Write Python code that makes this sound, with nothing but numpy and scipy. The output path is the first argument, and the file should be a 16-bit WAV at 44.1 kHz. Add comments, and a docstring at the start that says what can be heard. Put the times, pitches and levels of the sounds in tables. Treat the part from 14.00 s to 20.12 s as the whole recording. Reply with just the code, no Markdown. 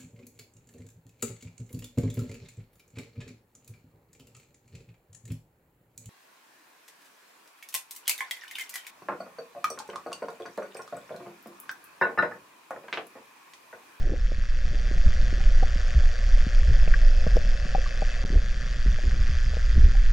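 """Under water among kelp, a small camera in a sealed housing drifts along.
Water surges and lurches push on the housing: shaped noise and short swings make a deep lumpy rumble.
Fronds and gear knock and scuff on it, ringing decaying shell modes. The camera's electronics tick in step with
the picture rate through resonances, over hiss, flow noise and a thin whirr and whine. The sound drops out once."""
import sys
import numpy as np
from scipy import signal
from scipy.fft import rfft, irfft
from scipy.io import wavfile
from scipy.ndimage import uniform_filter1d

SR = 44100
rng = np.random.default_rng(int(sys.argv[2]) if len(sys.argv) > 2 else 0)


def persist_wave(psi):
    """Save psi, clipped to +-1, as 16-bit WAV."""
    counts = np.round(np.clip(psi, -1, 1) * 32767).astype(np.int16)
    wavfile.write(sys.argv[1], SR, np.atleast_2d(counts).T)


N = 270024

# water pushing on the housing: t/s, deep surge level/dB, throb level/dB, gurgle level/dB
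SURGE = [(0, -19, -45.5, -43), (.3, -24, -40.5, -47), (1.05, -16.5, -33, -40.5), (1.9, -21, -31.5, -49),
         (2.8, -15, -37.5, -42.5), (3.3, -17.5, -30, -43.5), (3.65, -21.5, -36.5, -43),
         (4.75, -24, -34.5, -43.5), (5.75, -18, -27.5, -44), (6.0, -16, -31.5, -42.5)]
# steady sources: t/s, electronics level/dB, low-cavity flow level/dB, whirr level/dB, whine level/dB
STEADY = [(0, -50.5, -50, -73, -63), (.42, -47.5, -60.5, -62, -61), (.8, -45, -51, -63, -62),
          (1.27, -42.5, -50.5, -71, -59), (2.3, -42.5, -49, -69, -57.5), (3.2, -43, -48, -56.5, -53),
          (4.22, -42, -49.5, -54.5, -59.5), (4.27, -44, -52.5, -62, -62), (5.37, -42.5, -56, -69.5, -55),
          (6.12, -43.5, -56, -68, -57)]
# dropout: start/s, end/s
GAP_START_S, GAP_END_S = (4.2403, 4.2500)


def amp(db):
    """Gain of a level in dB."""
    return 10 ** (np.asarray(db) / 20)


def evened(x):
    """Scaled to rms 1."""
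    return x / np.sqrt(np.mean(x ** 2) + 1e-20)


def read(points, hz):
    """A spectrum table read on a log-frequency axis."""
    f, value = np.transpose(points)
    return np.interp(np.log(hz + 1), np.log(f + 1), value)


def level(table, column):
    """One dB column of a curve as a gain per sample."""
    rows = np.array(table)
    return amp(np.interp(np.arange(N) / SR, rows[:, 0], rows[:, column]))


def slow_noise(*widths):
    """Noise smoothed by running means of these widths in samples, rms 1."""
    x = rng.standard_normal(N)
    for width in widths:
        x = uniform_filter1d(x, width)
    return evened(x)


def through(x, modes, skirt):
    """Causal minimum-phase filter made of steep resonances; output rms 1."""
    hz = abs(np.fft.fftfreq(8192, 1 / SR))
    power = sum(amp(2 * db) / (1 + (2 * (hz - f) / w) ** 2) ** skirt for f, w, db in modes)
    log_gain = np.log(power + 1e-10) / 2
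    min_phase = -signal.hilbert(log_gain).imag
    taps = np.fft.ifft(np.exp(log_gain + 1j * min_phase)).real
    return evened(signal.oaconvolve(x, taps[:4096])[:N])


def rush():
    """Flickering flow noise excites low cavity resonances; a wavering whirr and a blurred whine lie above it."""
    # low cavity resonances: f/Hz, width/Hz, level/dB
    low_cavity = [(527.6, 94, 0), (597, 79, -1), (717, 78, -4)]
    whirr_hz, whine_start_hz, wander_rms_hz = 2619, 5314, 24.64
    whine_sag_hz_per_s = 51

    flicker_db = 1.4 * slow_noise(600)
    flow = amp(flicker_db) * rng.standard_normal(N)
    low = level(STEADY, column=2) * through(flow, low_cavity, skirt=1.72)

    wander_hz = wander_rms_hz * slow_noise(600, 600)
    whirr_phase = 2 * np.pi * np.cumsum(whirr_hz + wander_hz) / SR
    whirr = evened((3.1 + slow_noise(250)) * np.sin(whirr_phase))

    whine_hz = whine_start_hz - whine_sag_hz_per_s * np.arange(N) / SR + wander_hz
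    whine = evened(slow_noise(200) * np.sin(2 * np.pi * np.cumsum(whine_hz) / SR))
    return low + level(STEADY, column=3) * whirr + level(STEADY, column=4) * whine


def electronics():
    """Picture-clock ticks, each a rattle of clicks plus a noise puff, and hiss excite the cavity resonances."""
    # cavity resonances: f/Hz, width/Hz, level/dB
    cavity = [(1126, 180, -5.5), (1710, 575, 4.5), (2510, 460, -3), (3284, 590, -5), (4634, 425, -1.5),
              (5806, 344, -4.5), (6546, 380, -7.5), (7175, 167, -8), (8850, 610, -23)]
    ticks_per_s, first_tick_s = 120 / 1.001, .0042
    limp_s, jitter_rms_s, size_rms_db = 0.0001053, .00001, 0.99

    k = np.arange(int(N / SR * ticks_per_s) - 2)
    tick_s = first_tick_s + k / ticks_per_s - limp_s * (-1) ** k  # alternately early and late
    tick_s = tick_s + (tick_s > GAP_START_S) * (GAP_END_S - GAP_START_S)  # the gap delays the clock
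    wobble, size = rng.standard_normal((len(k), 2)).T
    place = (tick_s + jitter_rms_s * wobble)[:, None] * SR
    at = place.astype(int) + np.arange(-8, 9)
    clicks = np.zeros(N)
    clicks[at] = amp(size_rms_db * size[:, None]) * np.sinc(at - place) * np.hanning(17)  # between samples

    strokes = np.zeros(100)
    strokes[[0, 24, 52]] = .7, 1, .6
    rattle = evened(np.convolve(clicks, strokes)[:N])

    t = np.arange(300) / SR
    puff_swell = np.convolve(abs(clicks), t * np.exp(-t / 0.00079))[20:N + 20]
    puffs = evened(puff_swell * rng.standard_normal(N))
    hiss = rng.standard_normal(N)
    drive = amp(-1.0) * rattle + amp(2.5) * puffs + amp(2.0) * hiss
    return level(STEADY, column=1) * through(drive, cavity, skirt=1.216)


def ring(hz, octaves):
    """Shell modes weighted by nearness to the struck spot's pitch, decaying; peak 1."""
    # shell modes: f/Hz, decay scale/s (60 dB down at 0.76 of it)
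    shell = [(270, 0.01), (350, 0.011), (500, 0.028), (610, 0.026), (765, 0.032), (1152, 0.037),
             (1615, 0.025), (1798, 0.018), (2300, 0.011), (2595, 0.012), (5600, 0.0057), (11500, 0.0046)]
    t = np.arange(4000) / SR
    out = np.zeros(4000)
    for f, decay_s in shell:
        weight = np.exp(-.5 * (np.log2(f / hz) / octaves) ** 2)
        decay = amp(-60 * (t / (0.76 * decay_s)) ** 1.94)
        out += weight * decay * np.sin(2 * np.pi * f * t)
    out = out * (1 - np.exp(-t / 0.00058))  # soft onset
    return out / abs(out).max()


def scuffs():
    """A frond drags past in a grainy run of tiny touches that ring the low modes of the shell."""
    # fronds sliding along the housing: start/s, length/s, level/dB
    slides = [(.01, 0.2, -33.5), (0.69, 0.1, -41), (1.305, 0.12, -40), (4.276, 0.15, -34),
              (5.004, 0.1, -41), (5.728, 0.22, -42)]
    touches_per_s = 360
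    weight = np.zeros(N)
    for start_s, length_s, db in slides:
        length = round(length_s * SR)
        weight[round(start_s * SR):][:length] += amp(db) * np.hanning(length)
    touches = (rng.random(N) < touches_per_s / SR) * rng.standard_normal(N)
    return signal.oaconvolve(weight * touches, ring(330, octaves=0.25))[:N]


def knocks(stir):
    """Each blow rings the shell and gives it a short low shove; many faint ones come by chance."""
    # knocks on the housing: t/s, level/dB, struck-spot f/Hz, shove beside the ring/dB
    blows = [(0.134, -25.5, 400, -10), (0.317, -27.5, 388, -16.5), (0.381, -47.5, 253, 18),
             (0.911, -30, 342, -16), (1.06, -46.5, 250, 24.5), (1.326, -26.5, 335, -18),
             (1.402, -36, 720, 5.5), (1.625, -28, 514, 4), (1.628, -24, 805, -4), (1.757, -40.5, 247, 14),
             (1.943, -45, 239, 20), (2.465, -35.5, 250, 14), (2.875, -26.5, 546, -2),
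             (3.265, -23, 560, 2.5), (3.357, -28, 343, -2), (3.367, -17, 512, -26), (3.652, -33, 248, 1),
             (3.748, -17.5, 765, -8.5), (3.78, -30.5, 473, -5.5), (4.02, -21.5, 660, -7.5),
             (4.25, -33.5, 260, -11.5), (4.301, -32, 262, 1.5), (4.354, -33, 443, -5),
             (4.859, -32, 328, 5.5), (4.985, -34, 620, -21), (5.036, -32, 368, -39), (5.161, -34, 377, -20),
             (5.534, -35, 580, -4), (5.567, -28.5, 540, -2.5), (5.755, -35.5, 367, -3.5),
             (5.778, -32.5, 330, 7), (5.948, -35, 680, -12)]
    # short taps, faint to strong, on the higher modes: t/s, peak level/dB, f/Hz
    taps = [(2.877, -30.5, 2800), (2.939, -16, 1705), (3.267, -37, 1290), (3.368, -30, 7800),
            (3.648, -35, 1390), (3.86, -30, 1194)]
    drag_touches_per_s, faint_per_s = 500, 40

    out, t = np.zeros(N + 4000), np.arange(4000) / SR
    shove = np.sin(2 * np.pi * 150 * t) * amp(-60 * t / 0.022) * (1 - np.exp(-t / 0.0045))
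    shove /= abs(shove).max()
    contact = 0.38 * np.exp(-t / 0.011)  # the first touch briefly stirs a wider spread of modes
    for s, db, hz, shove_db in blows:
        blow = ring(hz, octaves=0.23) + contact * ring(1.01 * hz, octaves=0.33) - amp(shove_db) * shove
        # dull blows come from soft fronds, which drag on in a ragged cluster of touches
        touches = (rng.random(4000) < drag_touches_per_s / SR) * rng.uniform(0.076, 1, 4000)
        drag = np.exp(-t / (0.0063 * (300 / hz) ** 2)) * touches
        drag[60] = 1  # one sure touch
        drag /= np.linalg.norm(drag)
        out[round(s * SR):][:4000] += amp(db) * signal.oaconvolve(blow, drag)[:4000]
    for s, db, hz in taps:
        out[round(s * SR):][:4000] += amp(db) * ring(hz, octaves=0.29)

    # faint blows are stronger where the water gurgles
    size = amp(2.64 * np.minimum(rng.exponential(1, N), 2)) * rng.choice([-1, 1], N)
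    faint = (rng.random(N) < faint_per_s / SR) * size
    faint = amp(-8.0) * faint * (level(SURGE, column=3) + 0.46 * stir)
    return out[:N] + signal.oaconvolve(faint, ring(380, octaves=0.46) - 0.51 * shove)[:N]


def water(spectrum, steadiness, lump_s):
    """Coloured noise, its chance swells pressed flat (steadiness > 0) or deepened into lumps (< 0); rms 1."""
    hz = np.fft.rfftfreq(N, 1 / SR)
    x = evened(irfft(rfft(rng.standard_normal(N)) * amp(read(spectrum, hz)), N))
    width = round(lump_s * SR)
    swell = uniform_filter1d(uniform_filter1d(x ** 2, width), width)
    return evened(x / (abs(swell) + .03) ** (steadiness / 2))


def rumble(stir):
    """Water pressure noise in three bands, the gurgle raised by what the lurches stir up."""
    # relative noise spectra: f/Hz, density level/dB
    deep_spectrum = [(4, -20), (11, 1), (16, 0), (25, -2), (40, -5), (50, -12), (200, -120)]
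    throb_spectrum = [(30, -45), (45, -41), (65, -3), (80, -17.5), (95, -35.5), (300, -120)]
    gurgle_spectrum = [(70, -51.5), (100, 7), (135, -1.5), (200, -4), (280, -17), (420, -16.5),
                       (650, -29.5), (2000, -100)]
    deep = level(SURGE, column=1) * water(deep_spectrum, steadiness=0.16, lump_s=0.049)
    throb = level(SURGE, column=2) * water(throb_spectrum, steadiness=-0.15, lump_s=0.024)
    gurgle_gain = level(SURGE, column=3) + stir
    return deep + throb + gurgle_gain * water(gurgle_spectrum, steadiness=-0.82, lump_s=0.023)


def lurches():
    """Each lurch is a few swings that swell and fade; returns them and the gurgle level that they stir up."""
    # lurches of water on the housing, deep heaves to small bloops: middle/s, level/dB, f/Hz
    heaves = [(0.247, -16.5, 31), (0.721, -37.5, 114), (1.077, -14.5, 60), (1.081, -28, 37),
              (1.461, -13, 29.7), (1.573, -8, 19.4), (1.659, -21, 51), (1.976, -13, 55.4),
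              (2.052, -14.5, 23), (2.362, -11, 26), (2.633, -19.5, 48), (2.689, -15, 59), (2.723, -27, 104),
              (2.827, -14.5, 11), (3.051, -13.5, 21), (3.212, -24, 14), (3.33, -17.5, 39),
              (3.503, -16, 24.7), (4.364, -19, 68), (4.364, -12, 34.3), (4.888, -15.5, 45),
              (4.899, -28, 65), (5.077, -20, 62), (5.138, -33.5, 140), (5.195, -28, 103),
              (5.298, -35.5, 134), (5.38, -17, 26), (5.697, -21.5, 40), (5.784, -16, 60), (5.848, -13, 64),
              (5.85, -10, 28.9), (5.984, -15, 29)]
    swings_at_60hz, swings_grow = 2.14, 0.3  # swings above half strength; exponent over pitch
    glide = 0.1  # upward pitch slide, stronger for higher lurches
    stir_db, stir_tilt = -24, 3.3  # gurgle beside a 60 Hz lurch; exponent over pitch

    swings, stir = np.zeros(N + SR), np.zeros(N + SR)
    t = np.arange(-SR // 5, SR // 5) / SR
    for (s, db, hz), phase in zip(heaves, rng.random((len(heaves), 1))):
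        pitch_ratio = hz / 60
        swing_count = swings_at_60hz * pitch_ratio ** swings_grow
        swell = amp(db) * 2 ** -(2 * t * hz / swing_count) ** 2
        cycles = hz * t * (1 + glide * pitch_ratio * np.tanh(hz * t / 4)) + phase
        start = round(s * SR)
        swings[start:][:len(t)] += np.sqrt(2) * swell * np.cos(2 * np.pi * cycles)
        stir[start:][:len(t)] += amp(stir_db) * pitch_ratio ** stir_tilt * swell
    return swings[SR // 5:][:N], stir[SR // 5:][:N]


def ports(shared, own):
    """Two microphone ports behind the wall, unlike in level and phase; the right mixes in noise of its own."""
    # likeness of the ports: f/Hz, share of amplitude in common
    likeness = [(60, .996), (350, .91), (800, .94), (950, .5), (1200, .85), (2000, .95), (4000, .85),
                (4700, .99), (7500, .99), (12000, .5)]
    # level difference: f/Hz, left minus right/dB
    lean = [(20, -.9), (210, 0), (520, 4.5), (750, 7), (1050, -6), (1700, 4), (2600, 5), (4000, -1),
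            (5000, -.5), (12000, 2)]
    # phase difference: f/Hz, left ahead/rad
    lead = [(200, -.05), (520, -.12), (600, -.6), (850, -1.1), (1160, .35), (1400, -.5), (3400, -.8),
            (4100, -1.2), (4700, 0)]
    # band swallowed by the wall: f/Hz, Gaussian width/Hz, share lost
    hollow_hz, hollow_width_hz, hollow_share = (935, 85, 0.62)
    wall_top_hz = 10000

    hz = np.fft.rfftfreq(N, 1 / SR)
    same = np.clip(read(likeness, hz), 0, 1)
    tilt = amp(read(lean, hz) / 2) * np.exp(.5j * read(lead, hz))
    left = tilt * rfft(shared)
    right = (same * rfft(shared) + np.sqrt(1 - same ** 2) * rfft(own)) / tilt
    wall = 1 - np.clip(hollow_share, 0, 1) * np.exp(-.5 * ((hz - hollow_hz) / hollow_width_hz) ** 2)
    wall = wall / (1 + (hz / wall_top_hz) ** 5.15)
    mid_gain = 2 / abs(tilt + 1 / tilt)  # offsets the tilt's effect on the sum of the ports
    return irfft(wall * np.array([left, right]) * mid_gain, N)


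def scene():
    """All sources reach both ports through the housing."""
    swings, stir = lurches()
    touched = swings + knocks(stir) + scuffs()
    shared = touched + rumble(stir) + electronics() + rush()
    own = rumble(stir) + electronics() + rush()
    return ports(shared, own)


def record(dry):
    """The dropout cuts off hard and fades back in quickly; then the band limit."""
    t = np.arange(N) / SR
    before = np.clip((GAP_START_S - t) / .0001, 0, 1)
    after = np.clip((t - GAP_END_S) / 0.001 + .5, 0, 1)
    edge_hz = 13800
    low_pass = signal.firwin(511, edge_hz, window=("kaiser", 9), fs=SR)
    return signal.oaconvolve(dry * np.maximum(before, after), low_pass[None], "same")


dry = scene()
out = record(dry)
persist_wave(out)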